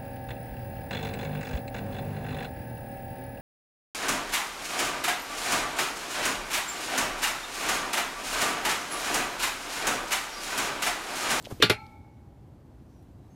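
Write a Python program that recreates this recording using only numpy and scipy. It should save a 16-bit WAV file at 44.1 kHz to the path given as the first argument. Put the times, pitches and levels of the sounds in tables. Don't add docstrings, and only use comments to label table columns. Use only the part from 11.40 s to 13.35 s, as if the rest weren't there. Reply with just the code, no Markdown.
import sys
import numpy as np
from scipy import signal
from scipy.fft import rfft, irfft
from scipy.io import wavfile

SR = 44100
rng = np.random.default_rng(int(sys.argv[2]) if len(sys.argv) > 2 else 0)


def bounce(signal):
    frames = np.transpose(np.atleast_2d(signal))
    limited = np.clip(frames, -1, 1)
    pcm = np.round(limited * 32767).astype(np.int16)
    wavfile.write(sys.argv[1], SR, pcm)


N = 85995
T = np.arange(N) / SR


def from_db(db):
    return 10 ** (np.asarray(db) / 20)


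def seconds(length_s):
    return np.arange(int(length_s * SR)) / SR


def frequencies(size):
    return np.maximum(np.fft.rfftfreq(size, 1 / SR), 1)


def add(out, start_s, sound):
    start = max(int(start_s * SR), 0)
    out[start:start + len(sound)] += sound[:N - start]


def at_hz(points, hz):
    pitch_hz, value = np.transpose(points)
    return np.interp(np.log(hz), np.log(pitch_hz), value)


def level_curve(points):
    return from_db(np.interp(T, *np.transpose(points)))


def noise(spectrum, size=N):
    hz = frequencies(size)
    gain = from_db(at_hz(spectrum, hz)) * np.sqrt(SR / (2 * np.log(2) * hz)) * (hz > 27)
    return irfft(rfft(rng.standard_normal(size)) * gain, size)


def noise_band(centre_hz, octaves, size):
    hz = frequencies(size)
    hump = 1 / (1 + (np.log2(hz / centre_hz) / octaves) ** 2)
    band = irfft(rfft(rng.standard_normal(size)) * hump / np.sqrt(hz + centre_hz), size)
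    return band / band.std()


def struck(t, rise_s, fade_s):
    return np.clip(t / rise_s, 0, 1) * np.exp(-np.log(1000) * np.maximum(t - rise_s, 0) / fade_s)


def ring(hz, rise_s, fade_s):
    t = seconds(fade_s)
    return np.sin(2 * np.pi * hz * t) * struck(t, rise_s, fade_s)


def clothes():
    # pitch_hz, db_per_octave
    cloth = [(100, -59.5), (400, -60), (900, -62), (2000, -67.5), (4500, -63.5), (9000, -65), (14000, -64)]
    # time_s, level_db
    swish = [(0, -2.5), (.1, 3), (.18, 0), (.3, -4), (.38, -10.5), (.5, -13), (.7, -29)]
    return noise(cloth) * level_curve(swish)


def distant_rumble(hiss_above_hz=2500):
    # pitch_hz, db_per_octave
    rumble = [(22, -84.5), (40, -65.5), (65, -53.5), (110, -51), (190, -57.5), (300, -56), (450, -65),
              (800, -65.5), (1300, -73.5), (2500, -79), (4500, -80.5), (9000, -82), (14500, -82)]
    # time_s, level_db
    hiss_level = [(0, 0), (1.2, -1), (1.6, 2), (1.75, 0.5), (1.95, 2.5)]
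    air = noise(rumble)
    hiss = irfft(rfft(air) / (1 + (hiss_above_hz / frequencies(N)) ** 2), N)
    return air + hiss * (level_curve(hiss_level) - 1)


def grip():
    # start_s, level_db, pitch_hz, decay_s
    ticks = [(0.0258, -37.5, 7758, 0.0005), (.0437, -40, 3850, .0008), (0.051, -28.5, 3590, 0.00047),
             (.0555, -32, 2940, 0.00099), (.0587, -35.5, 2900, 0.0011), (.065, -39, 3110, .001),
             (0.4662, -48.5, 3448, 0.0011), (.577, -68, 13000, .001), (1.625, -70.5, 12000, .008)]
    # start_s, rise_s, fade_s, level_db, pitch_hz, width_octaves
    rubs = [(0.037, .021, .06, -50, 3177, .45), (.097, 0.018, .09, -40.5, 650, 0.87),
            (.098, 0.014, .12, -49.5, 7000, 1.2), (0.2004, .002, .09, -34, 397.6, .4),
            (0.2001, .002, .2, -43.5, 2500, .6), (.216, 0.0033, .06, -30, 2750, .2)]
    # start_s,
    # pitch_hz, level_db, fade_s
    bumps = [(0.0702, 590, -30, 0.013), (.113, 418, -33, 0.027), (.122, 290, -29.5, 0.018),
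             (.124, 115, -27.5, .06), (.201, 500, -34, 0.066), (.207, 400, -33, .05)]
    out, t = np.zeros(N), seconds(.2)
    for start_s, db, hz, decay_s in ticks:
        add(out, start_s, from_db(db) * noise_band(hz, octaves=.44, size=len(t)) * np.exp(-t / decay_s))
    for start_s, rise_s, fade_s, db, hz, octaves in rubs:
        add(out, start_s, from_db(db) * noise_band(hz, octaves, len(t)) * struck(t, rise_s, fade_s))
    for start_s, hz, db, fade_s in bumps:
        add(out, start_s, from_db(db) * ring(hz, rise_s=.0015, fade_s=fade_s))
    return out


def bass_lag(hz, longest_s=.0036, bass_hz=600):
    return longest_s / (1 + (hz / bass_hz) ** 2)


def clusters(hz, depth_db=2, spacing_hz=90):
    grid_hz = np.arange(0, SR / 2, spacing_hz)
    ripple = np.interp(hz, grid_hz, rng.standard_normal(len(grid_hz)))
    gain = from_db(depth_db * ripple * np.minimum(hz / 5000, 1))
    return gain / np.sqrt(np.mean(gain ** 2))


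def clatter(blow, rise_s, ring_share):
    # pitch_hz, free_fade_s, first_db_per_octave, second_db_per_octave
    weak_tones = [(50, 0.18, -56.5, -55), (120, .16, -33.5, -32.5), (210, 0.17, -28.5, -34.5),
                  (370.5, .11, -23, -22), (600.2, .12, -28.5, -26), (950, .2, -34.5, -30),
                  (1405, .16, -21, -28), (2300, 0.26, -27.5, -23), (3300, .16, -18.5, -24.5),
                  (4531, .15, -19, -25.5), (6000, .15, -32.5, -31.5), (8700, 0.17, -36, -36.5),
                  (11300, .13, -33.5, -29.5), (15000, .11, -39.5, -41)]
    table, t = np.array(weak_tones), seconds(.5)
    hz, out = frequencies(len(t)), np.zeros(len(t))
    crowd = rfft(noise(table[:, [0, 2 + blow]], len(t))) * clusters(hz)
    edges_hz = np.geomspace(31, 16000, 19)
    for low, high in zip(edges_hz, edges_hz[1:]):
        centre_hz = np.sqrt(low * high)
        age = t - bass_lag(centre_hz)
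        crack = from_db(-.5) * struck(age, rise_s, fade_s=.017)
        ringing = struck(age, rise_s, ring_share * at_hz(table[:, :2], centre_hz))
        band = irfft(crowd * ((hz >= low) & (hz < high)), len(t))
        out += band * (crack + ringing)
    return out


def clanks(twin_gap_hz=8, twin_db=-9):
    # start_s, rise_s, clatter_db, ring_db, ring_share
    blows = [(0.2222, .0025, 1.5, 0, 0.92), (0.2958, 0.00392, -1, -0.5, 0.76)]
    # pitch_hz, free_fade_s, first_clank_db, second_clank_db
    frame_tones = [(113, .2, -26, -25), (170, .08, -22, -29), (262, .08, -22, -32), (325, .08, -21, -21),
                   (378, .08, -17, -18), (427, .15, -20, -22), (618, .14, -30, -25), (1178, .13, -23, -28),
                   (1395, .12, -23, -26), (1452, .11, -24, -23), (1636, .13, -21, -31),
                   (1915, .11, -28, -33), (2090, .1, -31, -21), (2335, .2, -28, -30), (2487, .14, -26, -28),
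                   (2784, .11, -21, -34), (2858, .12, -19, -37), (3060, .12, -22, -36),
                   (3261, .13, -27, -28), (3320, .1, -34, -26), (3440, .1, -25, -28), (3552, .1, -16, -28),
                   (3720, .11, -21, -27), (3880, .1, -25, -27), (4040, .1, -24, -36), (4211, .13, -22, -34),
                   (4536, .11, -21, -34), (4764, .08, -27, -38), (5330, .1, -35, -32),
                   (6982, .11, -35, -41), (7364, .11, -41, -44), (8543, .07, -40, -44),
                   (9620, .1, -52, -39), (10700, .09, -39, -38), (11800, .09, -37, -40),
                   (12350, .1, -41, -46)]
    # pitch_hz, fade_s, first_clank_db, second_clank_db
    bar_tones = [(813, 1.6, -60.5, -49.5), (849, .36, -38.5, -41), (870.5, 1.1, -54.5, -43),
                 (1303, .42, -55, -45.5), (1331, 0.64, -54, -43.5), (2199, 1.2, -57, -55),
                 (2223.5, .95, -58, -53), (2277, .33, -40.5, -39.5), (2332, 0.85, -55.5, -55.5),
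                 (2649, .6, -59.5, -60), (4231, .33, -51.5, -47.5), (4210, .25, -46.5, -39.5)]
    out = np.zeros(N)
    for blow, (start_s, rise_s, clatter_db, ring_db, ring_share) in enumerate(blows):
        add(out, start_s, from_db(clatter_db) * clatter(blow, rise_s, ring_share))
        for hz, free_fade_s, *db in frame_tones:
            onset_s = start_s + bass_lag(hz) + rise_s * rng.random() / 2
            add(out, onset_s, from_db(ring_db + db[blow]) * ring(hz, rise_s, free_fade_s * ring_share))
        for hz, fade_s, *db in bar_tones:
            onset_s = start_s + bass_lag(hz) + rise_s * rng.random() / 2
            twin = from_db(twin_db) * ring(hz + twin_gap_hz, rise_s, fade_s)
            add(out, onset_s, from_db(ring_db + db[blow]) * (ring(hz, rise_s, fade_s) + twin))
    return out


def echo(sound):
    # pitch_hz, level_db
    echo_tone = [(200, -42.5), (900, -37.5), (2500, -40), (4500, -35), (9000, -45.5), (15000, -47)]
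    t = seconds(.5)
    tail = rng.standard_normal(len(t)) * struck(t, rise_s=.02, fade_s=.7)
    tail /= np.sqrt(np.sum(tail ** 2))
    colour = from_db(at_hz(echo_tone, frequencies(len(t))))
    return signal.fftconvolve(sound, irfft(rfft(tail) * colour, len(t)))[:N]


def bird(waver_hz=70):
    # start_s, length_s, start_hz, end_hz, level_db
    whistles = [(1.481, .17, 6206, 5528, -77.5), (1.48, .11, 5570, 5350, -82),
                (1.78, 0.141, 3900, 3970, -81.5), (1.882, 0.093, 6350, 6450, -71.5)]
    out, t = np.zeros(N), seconds(.5)
    for start_s, length_s, start_hz, end_hz, db in whistles:
        progress = np.clip(t / length_s, 0, 1)
        waver = waver_hz * noise_band(centre_hz=60, octaves=.876, size=len(t))
        hz = start_hz + (end_hz - start_hz) * progress + waver
        tone = np.sin(2 * np.pi * np.cumsum(hz) / SR)
        add(out, start_s, from_db(db) * np.sin(np.pi * progress) * tone)
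    return out


def scene():
    near = clanks() + grip() + clothes()
    return (near + echo(near) + bird() + distant_rumble())[None]


def record(dry, cutoff_hz=15900):
    low_pass = signal.cheby2(14, 60, cutoff_hz, fs=SR, output="sos")
    return signal.sosfilt(low_pass, np.tanh(dry))


dry = scene()
out = record(dry)
bounce(out)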